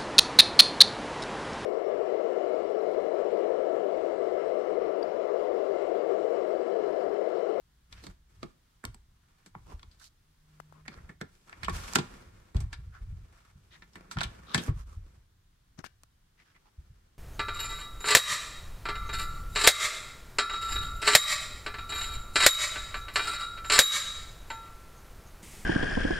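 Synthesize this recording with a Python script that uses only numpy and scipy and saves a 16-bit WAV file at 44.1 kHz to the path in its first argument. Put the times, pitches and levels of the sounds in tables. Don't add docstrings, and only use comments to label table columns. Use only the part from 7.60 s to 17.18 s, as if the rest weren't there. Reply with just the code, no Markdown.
import sys
import numpy as np
from scipy import signal
from scipy.fft import rfft, irfft, next_fast_len
from scipy.io import wavfile

SR = 44100
rng = np.random.default_rng(int(sys.argv[2]) if len(sys.argv) > 2 else 0)


def waveform_to_disk(signal):
    frames = np.transpose(np.atleast_2d(signal))
    scaled = np.clip(frames, -1, 1) * 32767
    samples = np.round(scaled).astype(np.int16)
    wavfile.write(sys.argv[1], SR, samples)


N = 422478
TIME_S = np.arange(N) / SR
STEPS_S = np.arange(0, N / SR, .002)

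BAND_EDGES_HZ = [(600, 2500), (150, 600), (2500, 6000), (6000, 15000)]
# f/Hz, density/dB per Hz
OUTDOOR_COLOUR = [(13, -31), (22, 5.5), (54, -5), (157, -9), (218, -18), (279, -20), (582, -30.5),
                  (1060, -26.5), (1600, -26), (2540, -31.5), (3250, -29), (8010, -36), (15000, -40)]
# mean f/Hz, loudest t/s, level/dB, half width/s
ENGINES = [(58.3, 0.33, -65.5, .3), (152, 3.17, -60, .24)]
# t/s, peak/dB, half contact/ms, left minus right/dB
TAPS = [(3.0015, -28.5, 0.23, 11.5), (3.1252, -40.5, 0.27, 16), (8.1915, -32, 1.3, 3.5),
        (8.1908, -33, 0.052, 20.5), (8.2424, -25.5, 0.19, 19), (8.4345, -34, .032, 2)]
# start/s, end/s, starting level/dB, change/dB per s, body/dB, treble/dB (both re main band)
SLIDES = [(0.303, 0.508, -67, 1, -3.5, -5), (0.69, 0.91, -75, -1, 2, -3), (1.55, 1.853, -82, 22, -6, -6),
          (1.948, 2.38, -77.5, -2, 2.5, -2), (2.88, 3.223, -74.5, -4, -1.5, -5.5),
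          (3.284, 3.517, -62, -23, 4, -8.5), (3.68, 3.88, -80, 33, 2.5, 0),
          (3.87, 4.12, -61.5, 12, -2, -8.5), (4.13, 4.35, -48.5, -3, -5, -3.5),
          (4.42, 4.937, -55, -32, 1.5, -7.5), (5.105, 5.734, -72.5, 1.5, 2, -6.5),
          (5.73, 5.906, -65.5, -10, -7, -6.5), (5.93, 6.348, -76, 1.5, 2.5, -2.5),
          (6.353, 6.6, -62, -10, 2.5, -10.5), (6.627, 6.865, -56.5, -22, 0.5, -9),
          (6.979, 7.101, -51.5, -45, 7, -12), (7.37, 7.623, -73, -16, 4.5, -5),
          (8.762, 9.552, -80, -0.5, 3.5, -4.5)]
# start/s, end/s, level before swell/dB,
# body/dB, bright/dB, air/dB (all three re level), left minus right/dB, resonance f/Hz
RUBS = [(0.346, 0.425, -65.5, -5, 1, -15, -1, 1720), (0.428, 0.475, -63.5, 8, 3, 0, -2, 4170),
        (2.062, 2.165, -58, 2.5, -9, -12.5, -2.5, 960), (2.394, 2.483, -70.5, -25, 11, 11, -2.5, 4230),
        (2.403, 2.438, -61, -20, -20, -24, -7, 1480), (3.124, 3.205, -64, -3, -20, -25, 12, 1070),
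        (3.256, 3.265, -56, -8, -14, -17, -6, 1800), (3.319, 3.349, -55, -6, -6.5, -20, -3, 4370),
        (3.365, 3.405, -59, -15, -30, -20, -4, 1740), (5.326, 5.395, -55.5, -25, -15.5, -23, -1.5, 1470),
        (6.113, 6.18, -60.5, -17, -8, -16, 3, 1900), (6.111, 6.164, -73, -8, 13.5, -8, 2, 3600),
        (6.867, 6.968, -48.5, -6, -26, -17.5, -2.5, 1180), (6.872, 6.958, -64.5, -13, 13.5, -18, 3, 3700),
        (6.982, 7.098, -55, -2.5, -0.5, 2, -5, 1620), (7.145, 7.241, -60, -4, -7, -7, -4.5, 1170),
        (7.262, 7.376, -63, -1.5, -7.5, -7.5, -2, 1177), (8.181, 8.212, -57, 5, -5.5, -12, 12, 6070),
        (8.244, 8.268, -51.5, -6, 0.5, -7.5, 15, 1640), (8.777, 8.834, -67.5, -20.5, -1.5, -19, 3, 2060),
        (8.844, 8.939, -71.5, -20, -1.5, -19.5, -1, 1570), (8.95, 8.98, -64, -18, -8.5, -26, -1, 2170),
        (9.049, 9.09, -67.5, -11.5, -8, -20, -1.5, 865)]
# t/s, main-band level/dB, body/dB, bright/dB, air/dB (all three re level),
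# ring t60/s, left minus right/dB, the part's own note f/Hz
KNOCKS = [(0.326, -61.5, -23, 7, -4.5, 0.048, -2, 1780), (0.439, -63.5, 5, 5, -3, 0.044, -5, 4280),
          (0.467, -54.5, 2.5, -1.5, -5.5, 0.046, -3, 4150),
          (0.8299, -48.5, 6, -4.5, -15.5, 0.044, -2.5, 1180),
          (1.2396, -46.5, -1.5, -28, -15, 0.037, -3.5, 1550),
          (1.252, -49.5, -25, 0.5, 0.5, 0.01, -1.5, 1150),
          (1.3449, -62.5, -2.5, -6.5, 0.5, 0.021, -1.5, 870),
          (1.861, -64, 1.5, -2.5, 0.5, 0.087, -0.5, 1550), (1.951, -47.5, -7.5, -50, -36, 0.014, -4, 850),
          (2.1944, -66.5, -13, -1, -13, 0.039, -1, 1330), (2.23, -60, -8, -0.5, -17, 0.024, -2, 1160),
          (2.313, -79.5, -1, 11.5, 3, 0.17, -1, 4540), (3.2801, -47, -7, -4.5, -16.5, 0.035, -3, 1930),
          (3.4923, -52, -2.5, -18.5, -23, 0.07, -4.5, 1820), (3.613, -43, -0.5, -9.5, -14, 0.037, -4, 1610),
          (3.895, -56, -22, -14, -13, 0.036, 1, 1500), (3.928, -50.5, -21, -13, -27, .038, 2.5, 2130),
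          (4.032, -42.5, -13, -2.5, -14.5, 0.071, -9.5, 1880), (4.046, -52.5, -17, 6, -3, 0.061, 3, 2880),
          (4.0828, -32, -6, -28, -26, .07, -1, 1070), (4.096, -46.5, -12, -4, -6.5, .07, -1.5, 950),
          (4.3348, -48.5, -9.5, -6, 3, 0.02, -7, 4920), (4.353, -52, -8, 5, 13, 0.045, 9, 1360),
          (4.3564, -26.5, -4, -3, -5.5, 0.038, -2.5, 1490),
          (4.3858, -38, 4.5, -3, -12.5, 0.058, -2.5, 1015), (4.946, -55, 11, -11.5, -12, 0.45, -2, 646),
          (4.9662, -58.5, 5.5, 4.5, -3, .038, 1, 650), (5.004, -59.5, 7.5, 0, 4, 0.089, -3, 648),
          (5.129, -47.5, -14.5, -2.5, -10.5, 0.071, 0, 1630), (6.222, -56.5, -7, -7, -29, 0.08, -1, 1910),
          (6.333, -74, -2, 3, 2, 0.11, 0, 5170), (6.356, -52.5, -4.5, -8, -12, 0.091, -2, 1904),
          (6.5125, -47, -14, -3, -5, 0.12, -3.5, 1330), (6.57, -40, -5.5, -18, -29, 0.047, 1, 1260),
          (6.586, -45, -12, 1.5, -14.5, 0.07, -5, 3100), (6.6074, -42.5, -15, 3, -16, 0.02, -4, 3850),
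          (6.613, -34.5, -23, -9, -18, 0.04, -1.5, 1490), (6.633, -49, -4, 8.5, 0, .03, -7, 3800),
          (6.6375, -48.5, -6, 7, -1.5, .06, -1, 3000), (6.9455, -29, -7, -4, -7, .057, 0.5, 1677),
          (6.978, -44.5, 7, 6, -4.5, 0.093, -1, 3160), (7.081, -47, 7, -19, -32, 0.11, -3.5, 1110)]
# middle t/s, level before the rumble's gain/dB, half width/s
LEANS = [(0.38, -52, 0.054), (0.81, -53.5, 0.053), (2.05, -52, 0.07), (2.27, -56, 0.029), (3.35, -60, 0.25),
         (4.14, -38.5, 0.08), (4.6, -54, 0.21), (5.53, -40.5, 0.075), (6.25, -62.5, 0.38), (8.3, -67, .25)]
# t/s, peak before the layer's gain/dB, half contact/ms
THUMPS = [(0.498, -44, 3.9), (1.257, -40.5, 3.4), (1.288, -37.5, 3.6), (1.963, -47, 2.1),
          (2.147, -36.5, 4.5), (3.381, -45, 3.5), (3.445, -44.5, 4.2), (4.154, -33, 3.6), (4.961, -18, 3.2),
          (5.018, -34, 2.45), (5.043, -26, 3.3), (5.193, -39.5, 3.05), (5.279, -38, 3.4),
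          (5.421, -34.5, 4.2), (5.525, -39, 3), (5.621, -44.5, 3.74), (5.96, -49, 2.4), (6.563, -38.5, 1.6),
          (6.575, -27.5, 2.62), (6.66, -33, 3.25), (6.961, -27.5, 1.6), (7.095, -19, 3.17),
          (7.165, -32.5, 3.26), (7.376, -33, 3.62), (7.409, -37.5, 4.17), (9.19, -39, 3.6),
          (9.306, -47, 3.1)]
# f/Hz, t60/s, relative level/dB
TRIM_MODES = [(178, .14, 1), (354, .14, 3), (425, .14, 1), (500, .08, -1), (665, .12, -2), (960, .07, -2),
              (1110, .05, -2), (1385, .07, 4), (1760, .035, 1), (2180, .04, 0), (2350, .04, 0),
              (3370, .06, 1), (3700, .04, 0), (4300, .03, -1), (4800, .035, 0), (7700, .03, 5),
              (8450, .035, 2)]
# f/Hz, t60/s, relative level/dB
CABIN_MODES = [(34.3, 0.24, 3.5), (42.4, 0.77, 1.5), (59, 1, 0.5), (77.7, 0.98, 0), (106, 0.38, -3),
               (142.7, 0.12, 7.5), (189, 0.44, -0.5)]
# f/Hz, level/dB
HARD_COLOUR = [(100, 18), (250, 9), (550, -13), (800, 4), (1400, 4), (2000, 2.5), (2700, -2.5), (4000, 0.5),
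               (6000, -9), (8200, -9.5), (10500, -17.5), (15000, -30)]
# f/Hz, level/dB
SOFT_COLOUR = [(100, 22.5), (300, 9), (600, 0), (1300, 9.5), (2600, -1.5), (4500, -5), (8500, -8.5),
               (11000, -11.5), (15000, -18.5)]
# f/Hz, side re mid/dB
WIDTH = [(30, -24), (70, -19), (150, -15), (300, -5.5), (600, 2.5), (2000, -2.5), (10000, 1.5)]
# f/Hz, left minus right/dB
PORTS = [(300, 1.5), (600, 5), (1100, -3), (2000, 0.5), (4000, 7.5), (8000, -3.5)]


def undb(db):
    return 10 ** (np.asarray(db) / 20)


def rms(x):
    return np.sqrt(np.mean(x ** 2)) + 1e-12


def pan(db):
    gains = undb(np.array([[db], [-db]]) / 2)
    return gains / rms(gains)


def add(out, start_s, x):
    i = int(start_s * SR)
    out[:, i:i + x.shape[1]] += x[:, :N - i]


def colour(x, points):
    hz, db = np.transpose(points)
    f = np.fft.rfftfreq(x.shape[-1], 1 / SR)
    gain = undb(np.interp(np.log(f + 1), np.log(hz), db))
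    return irfft(rfft(x) * gain, x.shape[-1])


def noise(size):
    mid, side = rng.standard_normal((2, next_fast_len(size)))
    side = colour(side, WIDTH)
    return np.array([mid + side, mid - side])[:, :size]


def band(x, edges_hz):
    return signal.sosfilt(signal.butter(4, edges_hz, "band", fs=SR, output="sos"), x)


def ring(x, modes):
    out = 0
    for hz, t60_s, db in modes:
        r = np.exp(-np.log(1000) / (t60_s * SR))
        poles = [1, -2 * r * np.cos(2 * np.pi * hz / SR), r * r]
        out = out + undb(db) * (1 - r) * signal.lfilter([1, 0, -1], poles, x)
    return out


def fade(t_s, t60_s):
    return np.exp(-np.log(1000) * t_s / t60_s)


def swell(middle_s, half_s):
    return np.exp(-np.minimum(((STEPS_S - middle_s) / half_s) ** 2, 100) / 2)


def smooth(gain):
    return np.interp(TIME_S, STEPS_S, gain)


def wander(size, rate_hz):
    knots = rng.standard_normal(int(size / SR * rate_hz) + 2)
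    return np.interp(np.arange(size) / SR * rate_hz, np.arange(len(knots)), knots)


def push(t_s, half_ms):
    u = (t_s * 1000 / half_ms) ** 2
    return (u - 1) * np.exp(-u / 2)


def friction(size, grain_db, waver_db, modes, snag_db):
    snags = (rng.random(size) < 70 / SR) * rng.exponential(1, size)
    snags = signal.lfilter([1], [1, -np.exp(-1 / (0.0025 * SR))], snags)
    grip = undb(grain_db * wander(size, 900) + waver_db * wander(size, 49))
    grip = grip * (1 + undb(snag_db) * snags)
    grains = colour(noise(next_fast_len(size)), SOFT_COLOUR)[:, :size] * grip
    grains = grains + ring(grains, modes)
    bands = [band(grains, edges_hz) for edges_hz in BAND_EDGES_HZ]
    return [b / rms(b) for b in bands]


def reflections(x, t60_s, wet_db, delay_s, dull_hz):
    t_s = np.arange(SR) / SR
    tail = noise(SR) * fade(t_s, t60_s) * (1 - np.exp(-(t_s / delay_s) ** 2))
    tail = tail / np.sqrt(np.sum(tail ** 2) / 2)
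    tail = signal.sosfilt(signal.butter(1, dull_hz, fs=SR, output="sos"), tail)
    return undb(wet_db) * signal.fftconvolve(x, tail, axes=1)[:, :N]


def ports(x):
    size = next_fast_len(N)
    shaded = []
    for channel, sign in zip(x, (1, -1)):
        points = [(hz, sign * db / 2) for hz, db in PORTS]
        shaded.append(colour(np.pad(channel, (0, size - N)), points)[:N])
    return np.array(shaded)


def background(air_db=-67, air_waver_db=1.0, hum_waver_db=1.5):
    air = colour(noise(next_fast_len(N)), OUTDOOR_COLOUR)[:, :N]
    out = air / rms(air) * undb(air_db + air_waver_db * wander(N, 2.7))
    for hz, loudest_s, db, half_s in ENGINES:
        phase = 2 * np.pi * np.cumsum(hz * (1 + 0.0079 * wander(N, 8.14))) / SR
        level = smooth(swell(loudest_s, half_s)) * undb(db + hum_waver_db * wander(N, 11))
        out = out + np.sqrt(2) * np.sin(phase) * level
    return out


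def taps(tick_db=-15, tick_t60_s=0.021, lag_s=0.0005):
    out, lead_s = np.zeros((2, N)), .01
    t_s = np.arange(2048) / SR - lead_s
    for hit_s, db, half_ms, pan_db in TAPS:
        blip = np.array([push(t_s, half_ms), push(t_s - lag_s, half_ms)])
        tick = colour(noise(len(t_s)), SOFT_COLOUR) * (t_s > 0) * fade(np.abs(t_s), tick_t60_s)
        add(out, hit_s - lead_s, undb(db) * pan(pan_db) * (blip + undb(tick_db) * tick))
    return out


def slides(trim_db=-5, attack_s=0.03, release_s=0.024, air_fall=1.3):
    modes = [(hz, t60_s, db + trim_db) for hz, t60_s, db in TRIM_MODES]
    bands = friction(N, grain_db=1, waver_db=2, modes=modes, snag_db=-8)
    power = 0
    for start_s, end_s, db, db_per_s, body_db, treble_db in SLIDES:
        attack = np.clip((STEPS_S - start_s) / attack_s + .5, 0, 1)
        release = np.exp(-np.clip((STEPS_S - end_s) / release_s, 0, 20))
        drift_db = db_per_s * np.clip(STEPS_S - start_s, 0, end_s - start_s)
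        speed = attack * release * undb(db + drift_db)
        band_gains = undb([0, body_db, treble_db, air_fall * treble_db])
        power = power + np.outer(band_gains, speed) ** 2
    return sum(b * smooth(np.sqrt(p)) for b, p in zip(bands, power))


def rubs(swell_power=0.78, cycles=11, resonance_db=11, margin_s=0.0071):
    out = np.zeros((2, N))
    for start_s, end_s, db, body_db, bright_db, air_db, pan_db, hz in RUBS:
        size = int((end_s - start_s + 2 * margin_s) * SR)
        speed = np.abs(np.sin(np.pi * np.linspace(0, 1, size))) ** swell_power
        modes = [(hz, cycles / hz, resonance_db)]
        bands = friction(size, grain_db=3, waver_db=1.5, modes=modes, snag_db=-8)
        stroke = sum(undb(rel_db) * b for rel_db, b in zip((0, body_db, bright_db, air_db), bands))
        add(out, start_s - margin_s, stroke * speed * undb(db) * pan(pan_db))
    return out


def knocks(crack_db=4, crack_s=0.0012, lag_s=.00025, body_t60_s=.1, trim_db=-1,
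           own_db=8, own_cycles=12, onset_db=-13, onset_s=0.0036):
    out, lead_s = np.zeros((2, N)), .01
    t_s = np.arange(12000) / SR - lead_s
    level_window = t_s < .02
    onset = undb(onset_db) * np.exp(-np.abs(t_s) / onset_s)
    for hit_s, db, body_db, bright_db, air_db, t60_s, pan_db, hz in KNOCKS:
        chatter = colour(noise(len(t_s)), HARD_COLOUR)
        crack = colour(noise(len(t_s))[0], HARD_COLOUR) * (t_s >= 0) * np.exp(-np.abs(t_s) / crack_s)
        crack = np.array([crack, np.interp(t_s - lag_s, t_s, crack)])
        sharp = chatter * np.where(t_s < 0, onset, fade(t_s, t60_s)) + undb(crack_db) * crack
        sharp = sharp + ring(sharp, [(hz, own_cycles / hz, own_db)])
        heavy = chatter * np.where(t_s < 0, onset, fade(t_s, body_t60_s))
        sharp = sharp + undb(trim_db) * ring(sharp, TRIM_MODES)
        heavy = heavy + undb(trim_db) * ring(heavy, TRIM_MODES)
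        rel_dbs = (0, body_db, bright_db, air_db)
        for x, edges_hz, rel_db in zip((sharp, heavy, sharp, sharp), BAND_EDGES_HZ, rel_dbs):
            part = band(x, edges_hz)
            gain = undb(db + rel_db) / rms(part[:, level_window])
            add(out, hit_s - lead_s, part * gain * pan(pan_db))
    return out


def rocking(level_db=-1, sway_db=-25, sway_t60_s=1.6, rise_s=.04, reference_half_ms=2.7):
    rumble = band(noise(N), (22, 105))
    power = sum((undb(db) * swell(middle_s, half_s)) ** 2 for middle_s, db, half_s in LEANS)
    for hit_s, db, half_ms in THUMPS:
        t_s = np.maximum(STEPS_S - hit_s, 0)
        sway = undb(db + sway_db) * fade(t_s, sway_t60_s)
        power = power + sway ** 2 * (1 - np.exp(-t_s / rise_s)) * half_ms / reference_half_ms
    return rumble / rms(rumble) * smooth(np.sqrt(power)) * undb(level_db)


def blows(panel_lag_s=.008, panel_db=5, panel_half_ms=1.0):
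    panels = [(hit_s + panel_lag_s, db + body_db + panel_db, panel_half_ms)
              for hit_s, db, body_db, *_ in KNOCKS]
    return list(THUMPS) + panels


def thumps(cabin_db=3, shudder_db=-15, shudder_t60_s=0.12, shudder_span=6, level_db=-1.0):
    drive, shudder, lead_s = np.zeros((1, N)), np.zeros((2, N)), .02
    t_s = np.arange(8192) / SR - lead_s
    early = (t_s > 0) & (t_s < .1)
    for hit_s, db, half_ms in blows():
        top_hz = np.clip(420 / half_ms, 90, 480)
        shake = noise(len(t_s)) * (t_s > 0) * fade(np.abs(t_s), shudder_t60_s)
        shake = band(shake, (top_hz / shudder_span, top_hz))
        add(shudder, hit_s - lead_s, undb(db + shudder_db) * shake / rms(shake[:, early]))
        add(drive, hit_s - lead_s, undb(db) * push(t_s, half_ms)[None])
    boom = undb(cabin_db) * ring(drive, CABIN_MODES)
    return undb(level_db) * (drive + boom + shudder)


def scene():
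    hard, strokes = ports(knocks()), rubs()
    cabin = reflections(hard + undb(-3) * strokes, t60_s=0.22, wet_db=-11.0, delay_s=0.0034, dull_hz=5000)
    yard = reflections(hard, t60_s=0.44, wet_db=-22.5, delay_s=.04, dull_hz=4000)
    contacts = hard + strokes + cabin + yard
    return background() + taps() + slides() + contacts + rocking() + thumps()


def record(dry, bottom_hz=18, top_hz=15700):
    x = signal.sosfilt(signal.butter(2, bottom_hz, "high", fs=SR, output="sos"), dry)
    return signal.sosfilt(signal.ellip(8, .2, 70, top_hz, fs=SR, output="sos"), x)


dry = scene()
out = record(dry)
waveform_to_disk(out)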